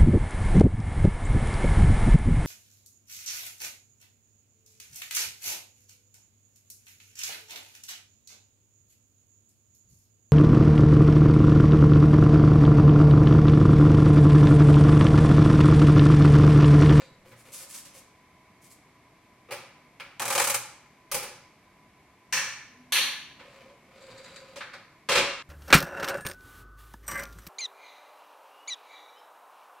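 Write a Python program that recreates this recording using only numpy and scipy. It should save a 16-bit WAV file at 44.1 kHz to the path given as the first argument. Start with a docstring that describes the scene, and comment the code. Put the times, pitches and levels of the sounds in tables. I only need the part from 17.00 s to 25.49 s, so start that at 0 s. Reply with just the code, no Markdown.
"""A contact grill on a desk in a bare, lively room, heard from a microphone pair 3.1 cm apart.
Fingers rub the housing and a thin packing sheet is pulled off the plate. One knob is clicked and wound
over its ratchet, the other snaps a switch on and off, then the lid scrapes down on its hinges and clacks
shut. Each blow rings the housing and reaches the microphones directly, off the desk and off the walls.
Behind it a fan whines faintly, and a low hum comes and goes."""
import sys
import numpy as np
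from scipy import signal
from scipy.fft import rfft, irfft
from scipy.io import wavfile

SR = 44100
rng = np.random.default_rng(int(sys.argv[2]) if len(sys.argv) > 2 else 0)


def wrap_up_sound(samples):
    """Save the sound to the file named by the first command line argument, as 16-bit audio."""
    columns = np.atleast_2d(samples).T
    # keep every value between -1 and 1, then stretch to whole-number steps
    tamed = np.clip(columns, -1, 1)
    steps = np.round(tamed * 32767).astype(np.int16)
    wavfile.write(sys.argv[1], SR, steps)


N = 374409
TIME = np.arange(N) / SR
MIC_GAP_M = .031

# Blows. Each row: start in seconds, relative level in dB, bass in dB, treble in dB.
HAND_BUMPS = [(.11, -57, 12, -5), (.18, -56, 2, -1), (.252, -56.5, -7, 9), (.315, -50, -28, -6),
              (4.135, -45, -7, -3), (7.115, -53, 7, -5)]  # hands on the housing and the desk
SHEET_CRINKLES = [(.53, -45.5, -11, 5), (.742, -43, -1, 2), (.85, -48.5, 7.5, -5)]
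LEFT_KNOB_CLICKS = [(2.487, -49, 5, -25), (2.508, -36, -2.5, -11), (2.519, -35.5, -1, -4.5),
                    (2.999, -39.5, -13.5, -20), (4.115, -28.5, -3, 5.5), (4.143, -26.5, -0.5, 4.5),
                    (4.226, -37, 3.5, 1)]
SNAPS = [(5.325, -12, -0.5, 0.5), (5.364, -16.5, 2, -3), (5.922, -11, 3.5, 11), (5.955, -12, -2, 1.5)]  # on, rebound, off, rebound
LID_BLOWS = [(6.395, -47.5, -1, -17), (6.691, -54, 16, 0), (7.08, -52, 11, -25), (7.559, -41, 3.5, 5.5),
             (8.088, -22.5, 0.5, 2.5), (8.116, -21.5, -5, -0.5), (8.152, -20, 0, 2), (8.174, -20.5, 0, -3),
             (8.193, -31, -11, -20)]
ARM_TICKS = [(7.023, -58, -12, 2), (7.178, -53.5, -7, 5), (7.258, -51.5, 0, -3), (7.36, -46.5, -11, 0)]
PLATE_STOPS = [(7.607, -37, -6, -11), (7.734, -44, 4.5, 6.5)]
# The ratchet's teeth. Each row: start in seconds, relative level in dB.
TEETH = [(3.196, -32.5), (3.218, -32), (3.253, -33), (3.279, -33), (3.302, -29), (3.325, -31),
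         (3.351, -27.5), (3.378, -25.5), (3.397, -25), (3.416, -29), (3.441, -28.5), (3.472, -28.5),
         (3.497, -27.5), (3.543, -27)]

# Hand strokes. Each row: start in seconds, length in seconds, relative level in dB.
HOUSING_RUBS = [(0, 0.019, -46), (.25, 0.032, -54.5), (.45, .04, -53.5), (.6, 0.026, -51.5),
                (.925, 0.043, -51)]
FINGERTIP_SCRAPES = [(0, 0.065, -59)]
SHEET_TUGS = [(.255, 0.038, -58.5), (.36, 0.059, -58), (.445, 0.067, -60), (.518, .11, -42.5),
              (.68, 0.11, -45.5), (.93, 0.059, -53), (1.61, .06, -58), (1.695, .035, -54.5)]
# Two pushes on the lid. Each row: start in seconds, length in seconds, rubbing in dB, scraping in dB.
LID_PUSHES = [(6.35, 0.37, -52, -69), (6.816, 0.83, -50, -55.5)]

# Broad colour of each source. Each row: frequency in Hz, gain in dB.
AIR_COLOUR = [(15, -55.5), (25, -16), (130, -2.5), (263, -5), (301, -5.5), (344, -7), (560, -13.5),
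              (624, -8), (936, -13.5), (1020, -6.5), (1400, -22), (2220, -10.5), (2840, -20.5),
              (12900, -31.5), (16000, -59)]
RUB_COLOUR = [(60, -14), (130, -4.5), (300, -9), (520, -1), (750, -9), (1600, -12), (2400, -13.5),
              (4000, -16), (16000, -40.5)]
SCRAPE_COLOUR = [(500, -40), (1500, 1.5), (2400, -6), (4000, -4.5), (5600, -14), (8000, -7.5), (11000, -29),
                 (16000, -35)]
BUMP_COLOUR = [(25, -5), (60, -19), (130, 0), (240, -10), (400, -10), (1300, -29), (3000, -42),
               (16000, -50)]
SHEET_COLOUR = [(200, -21), (900, -5.5), (2000, -5), (4000, -1), (8000, 5), (11000, 1.5), (16000, -11)]
KNOB_COLOUR = [(30, -34), (75, -19), (115, -3.5), (200, -15), (350, 0.5), (470, -1), (700, 0.5),
               (1200, 0.5), (2300, -2.5), (3300, -7), (5000, -4), (8000, -7.5), (9600, -2.5), (11000, -8),
               (16000, -13)]
RATCHET_COLOUR = [(30, -30.5), (75, -22), (115, -5.5), (160, -16), (220, -11), (350, -6), (500, -4.5),
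                  (850, 4), (1400, 4.5), (2400, -2), (4000, -5.5), (6500, -1.5), (9500, -2.5), (13000, -9),
                  (16000, -17)]
ON_COLOUR = [(60, -21), (130, -7), (320, -19.5), (600, -11.5), (1100, 1.5), (1800, 1), (2800, 1),
             (3500, -4.5), (4200, 1), (4800, -3), (5900, 3), (8000, -2.5), (10000, -9.5), (16000, -18.5)]
OFF_COLOUR = [(60, -27), (300, -14), (600, -12.5), (1100, 1.5), (1400, -1.5), (2300, 3), (4400, 7.5),
              (4950, -9), (6000, -4), (8000, -13.5), (9400, -5), (11500, -12), (12700, -11), (16000, -30)]
LID_COLOUR = [(55, -13), (100, -16.5), (180, -7), (290, -12), (450, 3.5), (750, -4.5), (1000, 2),
              (2700, -1), (4000, 0), (5500, -5), (7500, -8.5), (11000, -18), (16000, -34)]
PLATE_COLOUR = [(100, -22), (600, -8), (1000, -3.5), (1600, 1.5), (2100, -4), (3000, -10), (4300, -6),
                (5500, -17), (9000, -27), (16000, -47)]

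# Resonances. Each row: frequency in Hz, width in Hz, peak or dip in dB.
FAN_MODES = [(1001.6, 19.3, 11.5), (1480, 400, 4), (2180, 130, 2.5)]
HOUSING_MODES = [(117.8, 8.5, 9.5), (237, 40, 5.5), (310, 73, -10), (361.6, 23, 9.5), (450.4, 60, -3),
                 (510, 52, 8.5), (569.7, 58, 15.5), (614, 73, -12), (851.5, 17, 6.5), (1255, 20, 5.5),
                 (1710, 54, 3), (2390, 700, 4.5)]
HINGE_MODES = [(2850, 150, -7), (3220, 530, -9), (3630, 160, 5.5), (3930, 150, 10.5), (4270, 400, 3),
               (4690, 170, 12.5), (7200, 450, 4), (8400, 400, -2)]
KNOB_SPRING_MODES = [(490, 50, 4), (820, 40, 7), (1210, 36, 3.5), (1357, 19, 6), (1690, 850, -3),
                     (2330, 380, 2.5), (9360, 340, 3), (9700, 160, -5)]  # spring and frame behind the knob
SWITCH_BLADE_MODES = [(1010, 38, 4), (1215, 240, -2), (1766, 170, 7.5), (2000, 40, -0.5), (2650, 35, 4.5),
                      (2860, 86, 3.5), (5860, 220, 5), (6460, 60, -3), (7300, 200, -5.5)]  # blade and case
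LID_COVER_MODES = [(292, 50, 19), (668, 28, 11), (867, 7.5, 4.5), (1280, 40, -2.5), (1604, 14, 7.5),
                   (2760, 19, 10.5), (3100, 20, 6), (7660, 21, -8)]  # the lid's plate and cover

# The room's decay. Each row: frequency in Hz, time to fall 60 dB in seconds.
ROOM_DECAY = [(100, 0.664), (450, 0.45), (1000, 0.65), (2000, 0.7), (4000, 0.63), (6000, 0.59),
              (9000, 0.42), (15000, 0.24)]


def undb(db):
    """Decibels to gain."""
    return 10 ** (np.asarray(db) / 20)


def unit(x):
    """Scale to rms 1."""
    return x / np.sqrt(np.mean(x ** 2))


def bins(size):
    """Frequencies of a spectrum of `size` samples."""
    return np.maximum(np.fft.rfftfreq(size, 1 / SR), 1)


def walk(rate):
    """A random drift with a spread near 1 and `rate` turns a second."""
    knots = rng.standard_normal(int(rate * N / SR) + 2)
    return np.interp(TIME * rate, np.arange(len(knots)), knots)


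def fade(power, seconds):
    """Let stored energy leak away with the given time constant."""
    keep = np.exp(-1 / (seconds * SR))
    return signal.lfilter([1 - keep], [1, -keep], power)


def swell(start, length):
    """A half-sine arch from rest to 1 and back to rest."""
    share = (TIME - start) / length
    return np.where((share > 0) & (share < 1), np.abs(np.sin(np.pi * share)), 0)


def colour(hz, points, resonances=()):
    """Gain in dB: a broad outline with resonant peaks and dips on it."""
    at, db = np.transpose(points)
    outline = np.interp(np.log(hz), np.log(at), db)
    return outline + sum(peak / (1 + (2 * (hz - f) / width) ** 2) for f, width, peak in resonances)


def ring(db):
    """Causal response of unit energy with the given gain curve."""
    cepstrum = irfft(np.log(undb(db)))
    half = len(cepstrum) // 2
    cepstrum[1:half] *= 2
    cepstrum[half + 1:] = 0
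    response = irfft(np.exp(rfft(cepstrum)))
    return response / np.linalg.norm(response)


def through(x, points, resonances=(), size=8192):
    """Play a drive signal through a resonant body."""
    return signal.fftconvolve(x, ring(colour(bins(size), points, resonances)))[:len(x)]


def diffuse(size):
    """Spectra of noise from all sides at the two microphones: alike in the bass, unrelated higher up."""
    likeness = .99 * np.sinc(2 * bins(size) * MIC_GAP_M / 343)
    mid, side = rfft(rng.standard_normal((2, size)))
    return mid * np.sqrt(1 + likeness) + np.array([[1], [-1]]) * side * np.sqrt(1 - likeness)


def room(power, direct_db, desk_db, desk_s=0.0084, build_s=0.0026):
    """A burst of power reaches the microphones as noise: straight, off the desk, then off the walls."""
    size = len(power)
    field = diffuse(size)
    direct = rng.standard_normal(size) * np.sqrt(2 * power)
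    desk = irfft(diffuse(size)) * np.sqrt(fade(power, desk_s))
    band_hz, t60s = np.transpose(ROOM_DECAY)
    walls, arriving = 0, fade(power, build_s)
    for band, t60 in zip(np.eye(len(band_hz)), t60s):
        weight = np.interp(np.log(bins(size)), np.log(band_hz), band)
        tail = np.sqrt(fade(arriving, t60 / np.log(10 ** 6)))
        walls = walls + irfft(field * weight) * tail
    return undb(direct_db) * direct + undb(desk_db) * desk + walls


def in_room(sound):
    """Carry a mono sound from the desk through the room to both microphones."""
    response = room(signal.unit_impulse(2 ** 15), direct_db=-2, desk_db=-1.5)
    response /= np.linalg.norm(response[0])
    return signal.fftconvolve(sound[None], response, axes=1)[:, :N]


def strokes(events, attack_s=0.0029, release_s=0.018):
    """Force of short hand strokes: each takes hold, stays for its length and lets go."""
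    force = 0
    for start, length, db in events:
        hold = np.clip((TIME - start) / attack_s, 0, 1)
        release = np.exp(-np.maximum(TIME - start - length, 0) / release_s)
        force = force + undb(db) * hold * release
    return force


def friction(force, slips_per_s, scatter_db, uneven_db):
    """Tiny slips of unequal size; they follow the force in fits and starts."""
    slips = (rng.random(N) < slips_per_s / SR) * rng.standard_normal(N)
    sizes = undb(scatter_db * np.minimum(rng.exponential(size=N), 3))
    return unit(slips * sizes) * force * undb(uneven_db * walk(45))


def small_modes(hz):
    """The crowded high modes of a metal part: irregular peaks and dips in dB."""
    at = np.arange(0, SR / 2, 70)
    ripple_db = np.interp(hz, at, 2.6 * rng.standard_normal(len(at)))
    return ripple_db * hz / (hz + 2500)


def chatter(t, contact_s, uneven_db=-1.5, impact_s=0.00059):
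    """Power of a chattering contact: a quick run of unequal tiny impacts that dies out."""
    impacts = rng.standard_normal(128)
    impact_db = uneven_db * np.interp(t / impact_s, np.arange(len(impacts)), impacts)
    power = undb(impact_db) ** 2 * np.exp(-(t / contact_s) ** 2)
    return power / power.sum()


def blows(events, part, modes, gain_db, close_db, contact_s, buzz_db=-22, buzz_s=0.013, size=32768):
    """Contact chatter and a buzz of loose metal ring part and housing; more close_db sounds nearer."""
    out = np.zeros((2, N + size))
    hz, t = bins(size // 2), np.arange(size) / SR
    bass_shelf = 1 / (1 + (hz / 1000) ** 4)
    treble_shelf = 1 / (1 + (5000 / hz) ** 4)
    buzz = undb(buzz_db) ** 2 * np.exp(-t / buzz_s) / (buzz_s * SR)
    body_db = colour(hz, part, list(HOUSING_MODES) + list(modes)) + small_modes(hz)
    for start_s, db, bass_db, treble_db in events:
        body = ring(body_db + bass_db * bass_shelf + treble_db * treble_shelf)
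        scattered = room(chatter(t, contact_s) + buzz, direct_db=close_db - 5, desk_db=close_db)
        blow = signal.fftconvolve(scattered, body[None], axes=1)[:, :size]
        start = int(start_s * SR)
        out[:, start:start + size] += undb(db + gain_db) * blow
    return out[:, :N]


def air_and_fan(level_db=-59):
    """Room tone from all sides, with the narrow, wavering whine of a fan."""
    spectrum = diffuse(2 * N) * undb(colour(bins(2 * N), AIR_COLOUR, FAN_MODES))
    air = irfft(spectrum)[:, :N]
    return unit(air) * undb(level_db + .5 * walk(0.94))


def rubbing():
    """Fingers, and later the moving lid, rub and boom in the housing; a faster lid rubs louder."""
    force = strokes(HOUSING_RUBS)
    for start, length, rub_db, _ in LID_PUSHES:
        speed = swell(start, length)
        force += undb(rub_db) * speed ** 0.93
    slips = friction(force, slips_per_s=1200, scatter_db=-2, uneven_db=2)
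    return through(slips, RUB_COLOUR, HOUSING_MODES)


def scraping():
    """A fingertip scrapes off the front panel; later the hinge scrapes with the lid's speed squared."""
    force = strokes(FINGERTIP_SCRAPES)
    for start, length, _, scrape_db in LID_PUSHES:
        speed = swell(start, length)
        force += undb(scrape_db) * speed ** 2
    slips = friction(force, slips_per_s=1100, scatter_db=0, uneven_db=2.5)
    return undb(0.5) * through(slips, SCRAPE_COLOUR, HINGE_MODES)


def bumps():
    """Hands thud against the housing and the desk."""
    return blows(HAND_BUMPS, BUMP_COLOUR, [], gain_db=25.5, close_db=-4.5, contact_s=0.0067)


def sheet_hiss():
    """The thin packing sheet hisses over the plate's ribs with each tug."""
    force = strokes(SHEET_TUGS, attack_s=0.016, release_s=0.017)
    slips = friction(force, slips_per_s=4000, scatter_db=2, uneven_db=1.5)
    return undb(0.5) * through(slips, SHEET_COLOUR)


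def crinkles():
    """The sheet buckles in brief, crisp snaps."""
    return blows(SHEET_CRINKLES, SHEET_COLOUR, [], gain_db=27, close_db=-4, contact_s=.008)


def knob():
    """The left knob clicks in and out of its rest, ringing its spring and frame."""
    return blows(LEFT_KNOB_CLICKS, KNOB_COLOUR, KNOB_SPRING_MODES,
                 gain_db=26, close_db=-2.5, contact_s=0.0061)


def ratchet(bass_db_per_s=-18, treble_db_per_s=32.5):
    """The knob winds over its teeth: the tighter the spring, the less bass and the more treble."""
    start_s, db = np.transpose(TEETH)
    wound_s = start_s - start_s[0]
    dulling_db = 0.93 * (db - db.mean())  # a harder tooth gains more body than edge
    bass_db = 5 + bass_db_per_s * wound_s
    treble_db = -3 + treble_db_per_s * wound_s - dulling_db
    teeth = np.column_stack([start_s, db, bass_db, treble_db])
    return blows(teeth, RATCHET_COLOUR, KNOB_SPRING_MODES, gain_db=24, close_db=4.5, contact_s=0.0061)


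def switch():
    """The sprung switch behind the right knob snaps on, then off; each time it rebounds and buzzes."""
    on = blows(SNAPS[:2], ON_COLOUR, SWITCH_BLADE_MODES,
               gain_db=16, close_db=-5, contact_s=0.0068, buzz_db=-3.5, buzz_s=0.03)
    off = blows(SNAPS[2:], OFF_COLOUR, SWITCH_BLADE_MODES,
                gain_db=14.5, close_db=-5, contact_s=0.0024, buzz_db=3, buzz_s=0.027)
    return on + off


def hum(start_s=5.62, length_s=0.7, level_db=-61, start_hz=248, rise_hz_per_s=8.7):
    """A faint, wavering tone in the centre swells for a moment and rises a little."""
    hz = start_hz + rise_hz_per_s * (TIME - start_s)
    tone = np.sqrt(2) * np.sin(2 * np.pi * np.cumsum(hz) / SR)
    return tone * swell(start_s, length_s) * undb(level_db + 2.3 * walk(26))


def lid():
    """The lid knocks on its way down, then lands and rocks; its plate and cover ring on."""
    return blows(LID_BLOWS, LID_COLOUR, LID_COVER_MODES, gain_db=26.5, close_db=-2, contact_s=0.012)


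def hinge_ticks():
    """The hinge arms tick as they slip."""
    return blows(ARM_TICKS, SCRAPE_COLOUR, HINGE_MODES, gain_db=21.5, close_db=5, contact_s=0.0047)


def plate_clinks():
    """The floating plate swings against its stops in the arms."""
    return blows(PLATE_STOPS, PLATE_COLOUR, [], gain_db=26.5, close_db=-0.5, contact_s=0.0096)


def scene(stop_s=8.427):
    """The grill rings in the room; the last tail stops abruptly and leaves the air and the fan."""
    knocks = knob() + ratchet() + switch() + hinge_ticks() + plate_clinks() + bumps() + lid()
    handling = in_room(rubbing() + scraping() + sheet_hiss()) + crinkles()
    gate = np.clip((stop_s - TIME) / .003, 0, 1)
    return (knocks + handling) * gate + hum() + air_and_fan()


def record(dry, top_hz=16000):
    """The recorder rounds the highest peaks and cuts the top."""
    ceiling = undb(0.5)
    rounded = ceiling * np.tanh(dry / ceiling)
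    lowpass = signal.ellip(10, .2, 70, top_hz, fs=SR, output="sos")
    return signal.sosfilt(lowpass, rounded)


dry = scene()
out = record(dry)
wrap_up_sound(out)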